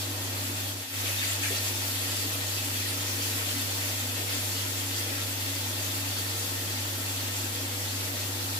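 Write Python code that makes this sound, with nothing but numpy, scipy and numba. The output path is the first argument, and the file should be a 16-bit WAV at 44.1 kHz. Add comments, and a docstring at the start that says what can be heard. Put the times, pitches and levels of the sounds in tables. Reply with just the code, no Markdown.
"""Water gurgles and spatters from a tap into a half-filled, foamy bathtub, over a steady mains hum.
The jet drags air under (big bubbles that ring the tub) and throws spray (drop ticks and fine bubbles).
The whole sound dips just before one second; the stream splashes unevenly, settles and slowly softens.
A small tiled bathroom on a stereo microphone, the tap a little to the left, far enough off that the
spray arrives more as echo from the tiles than as direct sound."""
import sys
import numpy as np
from scipy import signal
from scipy.fft import rfft, irfft, next_fast_len
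from scipy.io import wavfile
from scipy.ndimage import uniform_filter1d
from numba import njit

SR = 44100
rng = np.random.default_rng(int(sys.argv[2]) if len(sys.argv) > 2 else 0)


def master(y):
    """Save y as 16-bit WAV."""
    cut = np.clip(np.atleast_2d(y).T, -1, 1)
    pcm = np.round(cut * 32767)  # scale
    wavfile.write(sys.argv[1], SR, pcm.astype(np.int16))


N = 378819
TIME = np.arange(N) / SR
FREQ = np.arange(N // 2 + 1) * SR / N + 1e-3

# level of the spray and gurgle over time; both briefly fade down and back just before one second:
# (time [s], spray level [dB], lift of the spray's coarser bubbles [dB], plunge level [dB])
LEVELS = [(0, -34, 0, -40.5), (.705, -33.7, -0.5, -41), (.745, -37.5, 1, -43.5), (.81, -36, -2, -46),
          (.85, -38, 1, -46.5), (.915, -37, 0, -50), (.945, -34.5, 0.5, -45), (1.0, -31, -1.5, -42.5),
          (1.07, -31, -1.5, -42.5), (1.33, -30, 2.5, -41.5), (1.375, -33.5, 1, -38.5),
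          (1.41, -32.5, 4, -41), (1.44, -29, 0, -42), (1.6, -30.5, 0, -41), (2.1, -31, 1, -41),
          (2.3, -31.5, 0, -41.5), (3.85, -31, 0, -40.5), (4.08, -32.5, 0, -41.5), (4.5, -31, -0.5, -41.5),
          (5.2, -32.5, -0.5, -42), (5.6, -32.5, 0, -41), (8.59, -33, -0.5, -41)]
# balance at the microphone: (frequency [Hz], left minus right [dB])
BALANCE = [(100, -1.5), (170, 2), (270, 2.5), (600, 2), (1200, 2), (2300, 1), (4500, 0.5), (6500, 2),
           (8500, 1.5), (13000, 1)]


def undb(db):
    return 10 ** (np.asarray(db) / 20)


def unit(x):
    return x / np.sqrt(np.mean(x ** 2))


def over_hz(points):
    """Points joined by straight lines on a log-frequency axis."""
    hz, value = np.transpose(points)
    return np.interp(np.log(FREQ), np.log(hz), value)


def shape(x, gain):
    """Filter by a gain given on the FREQ grid."""
    size = next_fast_len(N, True)
    bin_hz = np.arange(size // 2 + 1) * SR / size
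    return irfft(rfft(x, size) * np.interp(bin_hz, FREQ, gain), size)[..., :N]


def walk(per_s):
    """Random levels, each held 1 / per_s seconds, smoothed twice; rms 1."""
    hold = max(int(SR / per_s), 2)
    steps = np.repeat(rng.standard_normal(N // hold + 1), hold)
    return unit(uniform_filter1d(uniform_filter1d(steps, hold), hold)[:N])


def level_gain(column_db):
    """One dB column of LEVELS as a gain over time."""
    return undb(np.interp(TIME, np.transpose(LEVELS)[0], column_db))


@njit
def ring(start_s, hz, cycles, amplitude, rise):
    """Bubbles: damped sines whose pitch climbs by the fraction `rise` as they near the surface."""
    out = np.zeros(N)
    for k in range(len(start_s)):
        first, length = int(start_s[k] * SR), int(cycles[k] * SR / hz[k]) + 2
        turn = 2 * np.pi * hz[k] / SR
        phasor = amplitude[k] + 0j
        step = np.exp(1j * turn - 5 / length)
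        glide = np.exp(1j * turn * rise / length)
        for i in range(first, min(first + length, N)):
            phasor, step = phasor * step, step * glide
            out[i] += phasor.imag
    return out


def bubbles(low_hz, high_hz, cycles, scatter_db, count):
    """A swarm of bubbles of all sizes, some louder than the rest; even power per Hz."""
    when, pitch, life, luck = rng.random((count, 4)).T
    hz = low_hz + (high_hz - low_hz) * pitch
    boost_db = scatter_db * np.minimum(-np.log(1 - luck), 4)
    amplitude = np.sqrt(hz) * undb(boost_db)
    swarm = ring(when * N / SR, np.minimum(hz, .42 * SR), cycles * (.5 + life), amplitude, rise=.13)
    return unit(swarm - swarm.mean())


def bathroom(x, t60, direct_db):
    """One spot in the tub heard in stereo: the direct sound, then dense echoes off the tiles."""
    t = TIME[:SR // 2]
    response = rng.standard_normal((2, len(t))) * undb(-60 * t / t60) * (t > .002)
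    response /= np.sqrt(np.sum(response ** 2, axis=1, keepdims=True))
    response[[0, 1], [0, 10]] += undb(direct_db)  # reaches the left side 10 samples sooner
    with_lead_in = np.concatenate([x[-len(t):], x])  # the room is already sounding at the start
    heard = signal.fftconvolve(with_lead_in[None], response, axes=1)
    return heard[:, len(t):len(t) + N] / np.hypot(1, undb(direct_db))


def microphone(x):
    """Long waves reach both microphone ports alike, short ones do not; the tap lies a little left."""
    # likeness of the two ports: (frequency [Hz], correlation [-1..1])
    likeness = [(30, 0.8), (100, 0.54), (290, 0.95), (450, 0.53), (620, 0.52), (850, 0.13), (1250, -0.37),
                (1900, 0.057), (3000, -0.094), (6000, 0.0053), (15000, -0.0079)]
    angle = np.arcsin(np.clip(over_hz(likeness), -1, 1)) / 2
    left, right = shape(x, np.cos(angle)) + shape(x[::-1], np.sin(angle))
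    lean_db = over_hz(BALANCE) / 2
    return np.array([shape(left, undb(lean_db)), shape(right, undb(-lean_db))])


def slosh(x, groups=3, swell_db=1.5, swells_per_s=4):
    """Resonances lift the water's noise around their pitches; as the water moves, they swell and fade."""
    # resonances of the tub and the room: (frequency [Hz], width [Hz], lift [dB])
    resonances = [(170.6, 15, 12), (194, 11, 7), (246.9, 21.4, 12.5), (279.2, 17.8, 13.5), (289, 6.7, 7.5),
                  (336.2, 6.7, 8), (348, 7.6, 10), (366.5, 15, 7), (388, 5.1, 6.5), (457.7, 21.5, 11),
                  (491.3, 11.6, 12.5), (551, 27, 6.5), (613, 60, 6.5), (868.5, 12, 7), (928, 11, 5),
                  (1336, 16, 7), (1841, 31, 9), (2022, 30, 6), (2590, 24, 4.5), (3320, 20, 2),
                  (3590, 51, 4), (4410, 220, 2.5), (4600, 40, 5.5)]
    out = x
    for group in range(groups):
        lift = sum((undb(db) - 1) / (1 + (2 * (FREQ - hz) / width) ** 2) ** 1.46
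                   for hz, width, db in resonances[group::groups])
        out = out + shape(x, lift) * undb(swell_db * np.clip(walk(swells_per_s), -1, 1))
    return out


def plunge():
    """The jet drags air under; large bubbles gurgle all along the tub and make it ring."""
    # tone colour of the gurgle: (frequency [Hz], gain [dB])
    colour = [(60, -14), (130, -17.5), (215, -7.5), (300, 0.5), (420, -7), (520, -6), (800, -1), (1100, -5),
              (1600, -5.5), (3000, -54)]
    *_, plunge_db = np.transpose(LEVELS)
    swarm = np.array([bubbles(109.5, 2404, cycles=12.1, scatter_db=1.2, count=36000) for _ in range(2)])
    gurgle = slosh(shape(microphone(swarm), undb(over_hz(colour))))
    return unit(gurgle) * level_gain(plunge_db)


def spray(spots=7, coarse_hz=3100, coarse_octaves=.37, wobble_db=.2):
    """Drops tick on the surface and leave fine bubbles, at several spots around the wobbling jet."""
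    # tone colour of the spray: (frequency [Hz], gain [dB])
    colour = [(400, -55), (900, -14.5), (1300, -7), (2000, -5), (2700, -2.1), (3400, -1.5), (3900, -3.5),
              (4600, -3), (6000, -3.5), (7700, -3), (8900, -7.5), (10500, -3.5), (12200, -3), (13800, -6),
              (15500, -5.5)]
    _, spray_db, coarse_db, _ = np.transpose(LEVELS)
    patter = 0
    for _ in range(spots):
        fizz = bubbles(584, 16090, cycles=17.2, scatter_db=3.5, count=8000) * undb(1.57 * walk(42))
        ticks = bubbles(1600, 13900, cycles=2.6, scatter_db=3.5, count=4000) * undb(2.0 * walk(50))
        patter = patter + bathroom(fizz + undb(-2.5) * ticks, t60=.23, direct_db=-8)
    hiss = unit(slosh(shape(microphone(patter), undb(over_hz(colour)))))
    coarse_band = np.exp(-.5 * (np.log2(FREQ / coarse_hz) / coarse_octaves) ** 2)
    coarse_lift = (level_gain(coarse_db) - 1) * shape(hiss, coarse_band)
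    return (hiss + coarse_lift) * level_gain(spray_db) * undb(wobble_db * walk(per_s=20))


def bubble_notes(relative_db=-17):
    """Middling bubbles ring long enough to be heard as faint notes within the spray."""
    _, spray_db, _, _ = np.transpose(LEVELS)
    ringing = bubbles(2198, 5200, cycles=88, scatter_db=2.5, count=260)
    heard = microphone(bathroom(ringing, t60=.34, direct_db=-7.5))
    return unit(heard) * undb(relative_db) * level_gain(spray_db)


def hum(hz=100.09, rumble_db=-54.5):
    """Something electric hums at twice the mains rate, wavering slightly, over a faint room rumble."""
    # partials of the hum: (harmonic [number], rms level [dB])
    partials = [(1, -38), (2, -67.5)]
    # tone colour of the rumble: (frequency [Hz], gain [dB])
    rumble_colour = [(15, -9), (40, -12.5), (65, -6), (95, 7), (125, -2.5), (250, -10), (600, -43)]
    # hum and rumble dip briefly: (time [s], gain [dB])
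    dip = [(.71, 0), (.82, -5), (.868, -20), (.93, -7), (.97, -1), (1.05, 0)]
    phase = 2 * np.pi * hz * TIME + .03 * walk(11)
    tone = sum(undb(db) * np.sqrt(2) * np.sin(round(k) * phase) for k, db in partials)
    tone *= undb(.23 * walk(16))
    room_noise = microphone(rng.standard_normal((2, N)))
    rumble = undb(rumble_db) * unit(shape(room_noise, undb(over_hz(rumble_colour))))
    lean_db = BALANCE[0][1] / 2
    return (tone * undb([[lean_db], [-lean_db]]) + rumble) * undb(np.interp(TIME, *np.transpose(dip)))


def splashes(count=60, low_cut_hz=200):
    """Each splash is a short cluster of bubbles around one pitch."""
    # splashes and gulps: (time [s], pitch [Hz], pitch spread [octaves], length [s], level [dB])
    events = [(1.033, 420, 0.26, 0.019, -42), (1.04, 3620, 0.4, 0.03, -35.5), (1.06, 7400, .25, .05, -42),
              (1.094, 2600, .04, .05, -41), (1.208, 2720, .33, .03, -33.5), (1.227, 6030, .35, .025, -37),
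              (1.27, 7700, .11, .055, -38), (1.295, 1850, .1, .02, -47), (1.42, 8200, .25, 0.012, -36),
              (1.424, 2200, .22, 0.033, -33.5), (1.497, 535, 0.16, 0.018, -39.5),
              (1.515, 4830, 0.243, 0.075, -37.5), (2.172, 330, 0.21, .1, -44.5),
              (2.56, 3200, .16, .04, -38), (2.865, 9600, .18, .04, -39), (3.049, 5800, 0.16, .05, -39),
              (3.213, 2900, .16, .02, -39), (3.217, 5800, 0.2, .018, -39), (3.383, 2600, .13, .02, -41),
              (3.802, 2420, .18, .04, -41), (4.163, 470, .35, .06, -44.5), (4.262, 2320, .11, .02, -41),
              (4.289, 4500, .12, .025, -40), (4.539, 4300, 0.33, .07, -39), (4.924, 4000, .12, .02, -39),
              (4.958, 6500, 0.28, 0.018, -37.5), (5.064, 517, 0.32, .04, -43.5),
              (5.109, 1940, .05, .08, -44), (6.256, 4200, 0.16, .04, -41), (6.385, 10000, .2, .018, -42),
              (7.351, 6800, .2, .018, -40)]
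    out = np.zeros(N)
    for start, hz, spread, length, db in events:
        when, pitch, strength = rng.random((count, 3)).T
        pitches = np.minimum(hz * 2 ** (spread * (4 * pitch - 2)), .4 * SR)
        cycles = np.full(count, 8 + hz / 120)
        cluster = ring(start + length * when, pitches, cycles, .12 + strength, rise=.042)
        out += cluster * undb(db) * np.sqrt((length + .022) * SR / np.sum(cluster ** 2))
    radiated = shape(out, 1 / np.sqrt(1 + (low_cut_hz / FREQ) ** 8))
    return microphone(bathroom(radiated, t60=.26, direct_db=-5.5))


def plinks(echo_db=-5):
    """A lone bubble pinches off and rings at one slightly climbing pitch; the tiles answer."""
    # plinks and plops clear of the stream: (time [s], pitch [Hz], ring length [s], direct peak [dB])
    events = [(1.104, 310, .04, -35), (1.185, 3670, 0.064, -29), (1.189, 250, 0.091, -37),
              (1.434, 2510, 0.06, -31), (1.458, 2330, 0.07, -32), (1.505, 400, .045, -32),
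              (2.855, 1880, 0.07, -37)]
    start, hz, length, db = np.transpose(events)
    direct = ring(start.copy(), hz.copy(), hz * length, undb(db), rise=.02)
    return direct + undb(echo_db) * microphone(bathroom(direct, t60=.26, direct_db=-16))


def scene():
    """The running bath and the hum, as they reach the microphone."""
    return plunge() + spray() + bubble_notes() + splashes() + plinks() + hum()


def record(dry, top_hz=15500):
    """The recorder cuts the top steeply."""
    return shape(dry, 1 / np.sqrt(1 + np.minimum(FREQ / top_hz, 1.2) ** 500))


dry = scene()
out = record(dry)
master(out)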